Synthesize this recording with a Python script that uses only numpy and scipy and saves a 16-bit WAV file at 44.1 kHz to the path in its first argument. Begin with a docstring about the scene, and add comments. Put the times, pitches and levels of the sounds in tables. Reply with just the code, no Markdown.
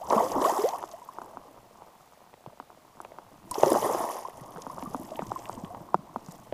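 """A slow river in light rain: a hand holds a large fish, which thrashes twice and swims off.
Each surge traps bubbles, heard as short dying tones, and throws spray, made of hiss and puffs of noise.
Low water sloshes underneath. Drops knock on the sealed case around the microphone and make it ring;
the case also muffles the treble of the bubbles. Rain is a steady wash of noise with faint taps."""
import sys
import numpy as np
from scipy import signal
from scipy.fft import rfft, irfft, next_fast_len
from scipy.io import wavfile
from scipy.ndimage import uniform_filter1d

SR = 44100
rng = np.random.default_rng(int(sys.argv[2]) if len(sys.argv) > 2 else 0)


def dump(signal):
    """Clip the signal to [-1, 1] and save it as 16-bit WAV at the path in sys.argv[1]."""
    limited = np.clip(np.atleast_2d(signal).T, -1, 1)
    pcm = np.round(limited * 32767).astype(np.int16)
    wavfile.write(sys.argv[1], SR, pcm)


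def voltage_ratio(level):
    """Linear amplitude factor for a level in decibels (scalar or array-like)."""
    return 10 ** (np.asarray(level, float) / 20)


N = 287973  # length in samples

# How hard the water is stirred [t/s, churn level/dB, spray level/dB, low slosh level/dB]
STIRRING = [(0, -51, -58.5, -66), (0.09, -39, -54, -46), (0.12, -23.5, -41.5, -46), (0.3, -36, -44, -36.5),
            (0.36, -29, -49.5, -37.5), (0.471, -27, -37, -41), (0.55, -30.5, -40.5, -61),
            (0.68, -36, -43.5, -58), (0.76, -40, -53, -57.5), (1.021, -58.5, -62, -69),
            (1.25, -46.5, -63, -61.5), (1.6, -59.5, -71.5, -58), (1.998, -59, -69, -76.5),
            (2.4, -68, -75, -74.5), (3.201, -56, -69.5, -60.5), (3.439, -67, -68.5, -57.5),
            (3.52, -52, -57, -44), (3.55, -44, -45, -60), (3.659, -28.5, -37.5, -28.5),
            (3.761, -32, -38, -31), (3.95, -30, -41, -40), (4.15, -37, -44.5, -62),
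            (4.32, -50, -59.5, -60.5), (4.8, -46, -55.5, -47.5), (5.3, -50, -56.5, -47.5),
            (5.52, -46.5, -54, -50.5), (5.75, -48.5, -65.5, -52), (6.101, -55, -70.5, -55.5),
            (6.3, -54, -57, -59.5), (6.53, -61, -67.5, -52.5)]
# Single large bubbles, before flutter and case wall
# [t/s, level/dB, start f/Hz, time to fade by 60 dB/s, pitch rise/(kHz per s)]
BIG_BUBBLES = [(0.012, -32.5, 609, 0.17, 12), (0.1038, -16, 766, 0.03, 46.5), (0.1485, -17, 493, 0.033, -4),
               (0.163, -20, 220, 0.09, 0), (0.1662, -17.5, 610, 0.046, 6), (0.178, -18, 1080, 0.041, 5.5),
               (0.2036, -16, 884, 0.039, 9.5), (0.2197, -23, 482, 0.22, 1), (0.3539, -27.5, 832, 0.065, 12),
               (0.3631, -23, 314, 0.1, 23.5), (0.3683, -26, 243, 0.13, 1.5),
               (0.4473, -17, 1040, 0.061, 10.5), (0.4576, -18.5, 550, 0.065, 8),
               (0.4925, -20, 800, 0.068, 11.5), (0.5883, -22.5, 376, 0.17, 2),
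               (0.6403, -16.5, 416.6, 0.2, 7), (0.7285, -28.5, 885, 0.11, 6),
               (0.7351, -29, 714, 0.099, 3.5), (0.936, -35, 610, 0.11, 5.5),
               (1.0175, -36.5, 983, 0.062, -1.5), (1.0876, -32, 1042, 0.038, -2),
               (2.474, -32.5, 130, 0.035, -0.5), (3.513, -26, 1020, 0.049, -3),
               (3.555, -21.5, 920, 0.0079, -16), (3.58, -23, 364, 0.056, 8),
               (3.6655, -17.5, 361, 0.093, 2.5), (3.6678, -23.5, 538, 0.29, 0.5),
               (3.7153, -18, 264, 0.13, 10), (3.7642, -22.5, 770, 0.086, 4.5),
               (3.8478, -23, 558, 0.054, 10.5), (3.8585, -23, 373, 0.086, 3.5),
               (3.9023, -24.5, 397, 0.13, 11), (4.2499, -27, 970, 0.055, 7), (4.415, -33.5, 132, 0.1, -0.5),
               (4.5811, -33, 423, 0.051, 7), (4.6975, -31, 967, 0.055, 14.5), (4.858, -33, 1140, 0.06, 3.5),
               (4.8723, -28.5, 164, 0.033, 4), (4.9957, -32.5, 190, 0.036, 12),
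               (5.1172, -32.5, 613, 0.11, 1.5), (5.171, -40, 895, 0.18, 2.5), (5.3036, -35.5, 755, 0.11, 5),
               (5.3593, -24, 1050, 0.043, -0.5), (5.5759, -32.5, 258, 0.058, -3.5),
               (5.6367, -24.5, 184, 0.033, -1.5), (5.7039, -36.5, 689, 0.21, 2),
               (5.809, -34, 149, 0.048, 1), (5.989, -32.5, 186, 0.04, -2.5), (6.286, -31, 156, 0.059, 1)]
# Drops and slaps of water on the case [t/s, level/dB, f/Hz, thump level/dB, crack level/dB];
# thump and crack are relative to the first push
CASE_KNOCKS = [(0.1085, -19.5, 480, -29, -10.5), (0.1244, -8, 800, -46, -26),
               (0.1301, -12.5, 645, -36, -31), (0.2293, -14, 705, -24.5, -41),
               (0.579, -22, 910, -34.5, -35), (0.638, -20, 450, -31.5, -17),
               (0.827, -25.5, 918, -37, -15.5), (0.838, -20, 840, -42, -35.5), (1.1852, -22, 920, -39, -46),
               (1.2169, -26, 992, -19.5, -24), (1.371, -24, 910, -17, -44), (1.8204, -32, 760, -30, -27),
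               (2.339, -37, 746, -18, -10), (2.462, -28, 755, -23, -17), (2.5998, -25, 943, -17.5, -17.5),
               (2.702, -36, 950, -38, -21), (3.0025, -25.5, 1010, -29, -25.5), (3.049, -30, 750, -18, -11),
               (3.119, -35, 620, -30, -11), (3.1858, -27, 985, -28, -19), (3.6334, 1, 659, -24, -27),
               (3.7192, -9, 530, -25, -36), (3.7417, -19, 1097, -22, -20), (3.7508, -11, 830, -32, -34),
               (3.7588, -9.5, 593, -39, -44), (3.8289, -17, 720, -38, -31), (3.9474, -12, 714, -35, -40),
               (4.0404, -21, 820, -27, -30), (4.2846, -25.5, 675, -23, -39), (4.561, -28.5, 1050, -6, -20),
               (4.5728, -29, 1067, -31.5, -31), (4.6665, -23, 910, -10, -33), (4.7821, -24, 890, -14, -33),
               (4.8251, -23, 780, -7.5, -14.5), (4.946, -16.5, 860, -8, -28),
               (5.1922, -15.5, 682, -32, -26), (5.2209, -21.5, 970, -5.5, -24),
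               (5.3179, -16, 873, -24, -39), (5.495, -19.5, 838, -20, -43), (5.747, -25.5, 814, -20, -19),
               (5.9437, -4, 856, -18.5, -43.5), (6.1601, -16.5, 860, -12.5, -29),
               (6.285, -33.5, 960, -20, -26.5), (6.5243, -19.5, 544, -14, -14)]
# Droplets pricking the surface [t/s, level/dB, f/Hz]
SURFACE_DROPLETS = [(0.101, -28, 5900), (0.3187, -30.5, 6100), (0.4188, -30.5, 5760), (0.443, -30, 3140),
                    (0.4965, -28, 6500), (0.6886, -28, 5900), (0.7848, -41, 11000), (0.914, -40, 6070),
                    (1.049, -47.5, 12860), (3.0143, -42.5, 10200), (3.048, -40.5, 2500),
                    (3.5118, -23, 9260), (3.543, -27, 5200), (3.6085, -31, 6700), (3.6298, -30, 6040),
                    (3.66, -28, 6000), (3.7022, -24, 9700), (3.7305, -25, 9500), (3.7888, -31, 10700),
                    (4.62, -34, 6260), (4.965, -45, 10400), (4.998, -47, 10800), (5.1574, -39, 2970),
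                    (5.1914, -33, 2260), (5.269, -41, 6160), (5.355, -45.5, 12800), (5.3913, -39.5, 5800),
                    (5.456, -35.5, 2770), (5.49, -41, 8200), (5.6478, -38.5, 2990), (5.9433, -40.5, 4670),
                    (6.2624, -43, 6400), (6.3122, -43, 7100)]
# How the case rings after a knock [f/Hz, level/dB, time to fade by 60 dB/s]
CASE_RINGS = [(335.5, -17.5, 0.03), (715, -16.5, 0.023), (922, -16.5, 0.0092), (1397, -34, 0.032)]
# Tone colour of the bubbles as heard through the case [f/Hz, level/dB]
CHURN_COLOUR = [(76, -50), (130, -54), (157, -34), (209, -13), (615, 2.5), (1110, 2.5), (1410, -17.5),
                (1600, -20.5), (2080, -29), (3520, -120)]
# Tone colour of the spray [f/Hz, level/dB]
SPRAY_COLOUR = [(800, -22), (1500, -5), (1900, 4.5), (2400, -5), (3100, -0.5), (4300, -9.5), (4900, -0.5),
                (6500, 0.5), (9500, 0.5), (12000, -2.5), (15500, -7)]
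# Tone colour of the low slosh [f/Hz, level/dB]
SLOSH_COLOUR = [(20, 1), (60, -9.5), (110, 2), (200, 1), (350, -1), (800, -42)]
# Tone colour of the far rain [f/Hz, level/dB]
RAIN_COLOUR = [(18, -55), (30, -0.5), (187, -3), (249, -2), (432, -4), (728, 4), (1050, -13), (1260, -4),
               (1680, -9), (1910, -8.5), (8280, -16.5), (14300, -18), (15500, -15)]
# A hollow in the spray's treble that slides as the case tilts away from the water [t/s, f/Hz]
TREBLE_HOLLOW = [(0.5, 9000), (3.6, 9000), (3.9, 8240), (4.6, 7895), (5.1, 9080), (5.55, 10340),
                 (6.53, 9260)]


def evened(x):
    """Scales a sound to an rms of 1."""
    return x / np.sqrt(np.mean(x ** 2) + 1e-20)


def add(mix, s, sound):
    """Adds a sound to the mix at time s in seconds."""
    part = mix[round(s * SR):][:len(sound)]
    part += sound[:len(part)]


def banded(x, low_hz, high_hz):
    """A broad band-pass."""
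    edges_hz = [low_hz, min(high_hz, 0.45 * SR)]
    return signal.sosfilt(signal.butter(2, edges_hz, "bandpass", fs=SR, output="sos"), x)


def without_lows(x, hz):
    """Takes away what lies below hz, without delay."""
    return signal.sosfiltfilt(signal.butter(2, hz, "highpass", fs=SR, output="sos"), x)


def coloured(x, points):
    """Flattens the long-term spectrum and gives it the listed tone colour, at an rms of 1."""
    size = next_fast_len(N)
    spectrum = rfft(x, size)
    f, db = np.transpose(points)
    hz = np.fft.rfftfreq(size, 1 / SR)
    own = np.sqrt(uniform_filter1d(abs(spectrum) ** 2, size=1500)) + 1e-9
    wanted = voltage_ratio(np.interp(np.log(hz + 1), np.log(f + 1), db))
    return evened(irfft(spectrum / own * wanted, size)[:N])


def wander(size):
    """A slow random swing with an rms of 1, smoothed over so many samples."""
    return evened(uniform_filter1d(rng.standard_normal(N), size=size))


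def ring(hz, t60, rise=0., attack=0.0012):
    """A dying sine whose pitch may slide, as a bubble's does near the surface; rise in kHz per s."""
    t = np.arange(int(t60 * SR) + 8) / SR
    shape = voltage_ratio(-60 * t / t60) * (1 - np.exp(-t / attack))
    return shape / shape.max() * np.sin(2 * np.pi * (hz * t + 500 * rise * t ** 2))


def grains(per_s, low_hz, high_hz, cycles, spread_db, clump_db, climb, count=32):
    """A random swarm of short rings in clumps; a few are much larger than the rest."""
    clumps = voltage_ratio(clump_db * wander(900))
    draw, size, kind = rng.random((3, N))
    strength = voltage_ratio(spread_db * np.minimum(-np.log(size + 1e-9), 5))
    train = (draw < per_s / SR) * strength * clumps
    pitch_class = (kind * count).astype(int)
    out = np.zeros(N)
    for k, hz in enumerate(np.geomspace(low_hz, high_hz, count)):
        t60 = cycles / hz * rng.uniform(1.0, 3.66)
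        grain = ring(hz, t60, climb * rng.random() * hz / t60 / 1000, attack=0.11 / hz)
        grain = evened(grain) / np.sqrt(len(grain) * hz)
        out += signal.oaconvolve(train * (pitch_class == k), grain)[:N]
    return evened(out)


def knock(hz, thump_db, crack_db):
    """A short push of about one and a half cycles, a bounce, the ringing case, a late thump and a crack."""
    t = np.arange(3000) / SR
    push = -np.cos(2 * np.pi * hz * (t - 0.974 / hz)) * np.exp(-((t * hz - 0.95) / 0.62) ** 2)
    out = push.copy()
    add(out, 0.0032, voltage_ratio(-14) * push)  # the bounce
    for mode_hz, db, t60 in CASE_RINGS:
        add(out, 0.0012, voltage_ratio(db) * ring(mode_hz, t60))
    thump = ring(190 * rng.uniform(0.52, 1.47), 0.04, attack=0.00088)
    add(out, 0.005, voltage_ratio(thump_db) * thump)
    crack = banded(rng.standard_normal(len(t)) * np.exp(-t / 0.002), 930.0, 2740.0)
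    return out + voltage_ratio(crack_db) * crack / abs(crack).max()


def rain():
    """Far rain on the river as a wash of noise, and faint drops tapping the case at three pitches."""
    out = voltage_ratio(-61.5) * coloured(rng.standard_normal(N), RAIN_COLOUR)
    for hz in (620, 800, 1000):
        draw, size = rng.random((2, N))
        taps = (draw < 18 / SR) * voltage_ratio(-45 - 0.93 * np.log(size + 0.19))  # about 18 a second
        out += signal.oaconvolve(taps, knock(hz, -15.5, -19))[:N]
    return out


def slosh(slosh_db, dense):
    """Large, low bubbles and noise; froth breaks up the deepest pockets of air."""
    swarm = grains(220, 50, 350, 6., 2.5, 2.2, 0.3) + 0.4 * rng.standard_normal(N)
    deep = coloured(swarm, SLOSH_COLOUR)
    shallow = without_lows(deep, 185.)
    return voltage_ratio(slosh_db) * (dense * 0.91 * shallow + (1 - dense) * deep)


def spatter(per_s, spread_db, t60):
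    """Droplets bursting: sparse, quickly fading puffs of noise in five pitch bands."""
    out = np.zeros(N)
    puff = voltage_ratio(-60 * np.arange(900) / SR / t60)
    for hz in np.geomspace(1500, 9000, num=5):
        draw, size = rng.random((2, N))
        train = (draw < per_s / SR) * voltage_ratio(spread_db * np.minimum(-np.log(size + 1e-9), 4))
        noise = signal.oaconvolve(train, puff)[:N] * rng.standard_normal(N)
        out += banded(noise, hz, 2.0 * hz)
    return out


def hollowed(x, width_hz, depth, times=1):
    """Shifts the sliding hollow down to zero, smooths both ways, shifts back and takes that band away."""
    s, hz = np.transpose(TREBLE_HOLLOW)
    path_hz = np.interp(np.arange(N) / SR, s, times * hz)
    turn = np.exp(2j * np.pi * np.cumsum(path_hz) / SR)
    band = signal.filtfilt(*signal.butter(1, width_hz / 2, fs=SR), x / turn)
    return x - depth * 2 * (band * turn).real


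def spray(spray_db, dense):
    """Tiny rings, noise and bursting droplets: heavy spray fuses into hiss, light spray patters."""
    swarm = grains(2500, 1528, 16150, 33.0, 3.1, 2.34, 0.995) + 0.51 * rng.standard_normal(N)
    hiss = coloured(swarm, SPRAY_COLOUR)
    patter = coloured(spatter(80, 3.0, 0.015), SPRAY_COLOUR)
    both = np.sqrt(dense) * hiss + np.sqrt(1 - dense) * patter
    both = hollowed(both, 1500, 0.66)
    return voltage_ratio(spray_db) * hollowed(both, 3000, 0.4, times=1.81)  # a second, higher hollow


def churn(churn_db):
    """A dense swarm of ringing bubbles with some noise, heard through the case."""
    swarm = grains(1600, 140, 1700, 10., 2.5, 1.5, 0.5) + 0.6 * rng.standard_normal(N)
    return voltage_ratio(churn_db) * coloured(swarm, CHURN_COLOUR)


def water():
    """Churn, spray and low slosh follow the stirring of the water."""
    s, *levels = np.transpose(STIRRING)
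    churn_db, spray_db, slosh_db = (np.interp(np.arange(N) / SR, s, db) for db in levels)
    dense = np.clip((spray_db + 60) / 22, 0.2, 0.93)  # how closely packed the spray is
    return churn(churn_db) + spray(spray_db, dense) + slosh(slosh_db, dense)


def droplet(hz, puff_db):
    """A tiny ringing bubble inside a puff of noise."""
    out = ring(hz, 0.0056, 0.043 * hz, attack=0.0001)
    fade = np.exp(-np.arange(len(out)) / SR / 0.004)
    puff = banded(rng.standard_normal(len(out)) * fade, 0.49 * hz, 1.2 * hz)
    return out + voltage_ratio(puff_db) * puff / abs(puff).max()


def droplets():
    """Droplets pricking the surface; the smaller (higher) ones are more puff than ring."""
    out = np.zeros(N)
    for s, db, hz in SURFACE_DROPLETS:
        puff_db = -2.5 + 1.5 * np.log2(hz / 5000)  # grows 1.5 dB per octave
        add(out, s, voltage_ratio(db) * droplet(hz, puff_db))
    return out


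def knocks():
    """Single drops and slaps of water hitting the case."""
    out = np.zeros(N)
    for s, db, hz, thump_db, crack_db in CASE_KNOCKS:
        add(out, s, voltage_ratio(db) * knock(hz, thump_db, crack_db))
    return out


def froth(count=120):
    """Lesser bubbles and slaps at random moments, crowded and strong where the churn is strong."""
    gurgle_db, slap_db = 2.5, 1.5  # over the churn
    s, churn_db = np.transpose(STIRRING)[:2]
    t = np.arange(0, N / SR, 0.005)
    share = np.cumsum(voltage_ratio(0.6 * np.interp(t, s, churn_db)))
    bubbles, slaps = np.zeros((2, N))
    for k, (when, pitch, life, climb, size) in enumerate(rng.random((count, 5))):
        at = np.interp((k + when) / count, share / share[-1], t)
        db = np.interp(at, s, churn_db) + 3.7 * (size - 0.5)
        if k % 3:  # two bubbles for each slap
            hz = 330 * 3.4 ** pitch
            t60 = 0.0487 * (0.51 + life)
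            add(bubbles, at, voltage_ratio(db + gurgle_db) * ring(hz, t60, climb * hz / t60 / 1000))
        else:
            add(slaps, at, voltage_ratio(db + slap_db) * knock(520 + 560 * pitch, -27, -36))
    return bubbles, slaps


def thrashing():
    """The bubbles, slaps, knocks and droplets that stand out, with the case wall's filtering."""
    wall_low_hz, wall_high_hz = 127, 1420
    bubbles, slaps = froth()
    for s, db, hz, t60, rise in BIG_BUBBLES:
        add(bubbles, s, voltage_ratio(db) * ring(hz, t60, rise))
    bubbles *= voltage_ratio(1.44 * wander(250))  # ripples make them flutter
    bubbles = signal.sosfilt(signal.butter(6, wall_high_hz, fs=SR, output="sos"), bubbles)
    return without_lows(bubbles + slaps + knocks() + droplets(), wall_low_hz)


def scene():
    """Everything reaches one microphone."""
    return (rain() + water() + thrashing())[None]


def band_limit(x):
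    """A steep low-pass at the top of the band."""
    return signal.sosfilt(signal.butter(12, 16610, fs=SR, output="sos"), x)


def record(dry):
    """Cuts the highest treble, above 15420 Hz, and finishes the mix."""
    limited = signal.oaconvolve(dry, signal.firwin(511, 15420, fs=SR)[None], "same")
    return band_limit(limited)


dry = scene()
out = record(dry)
dump(out)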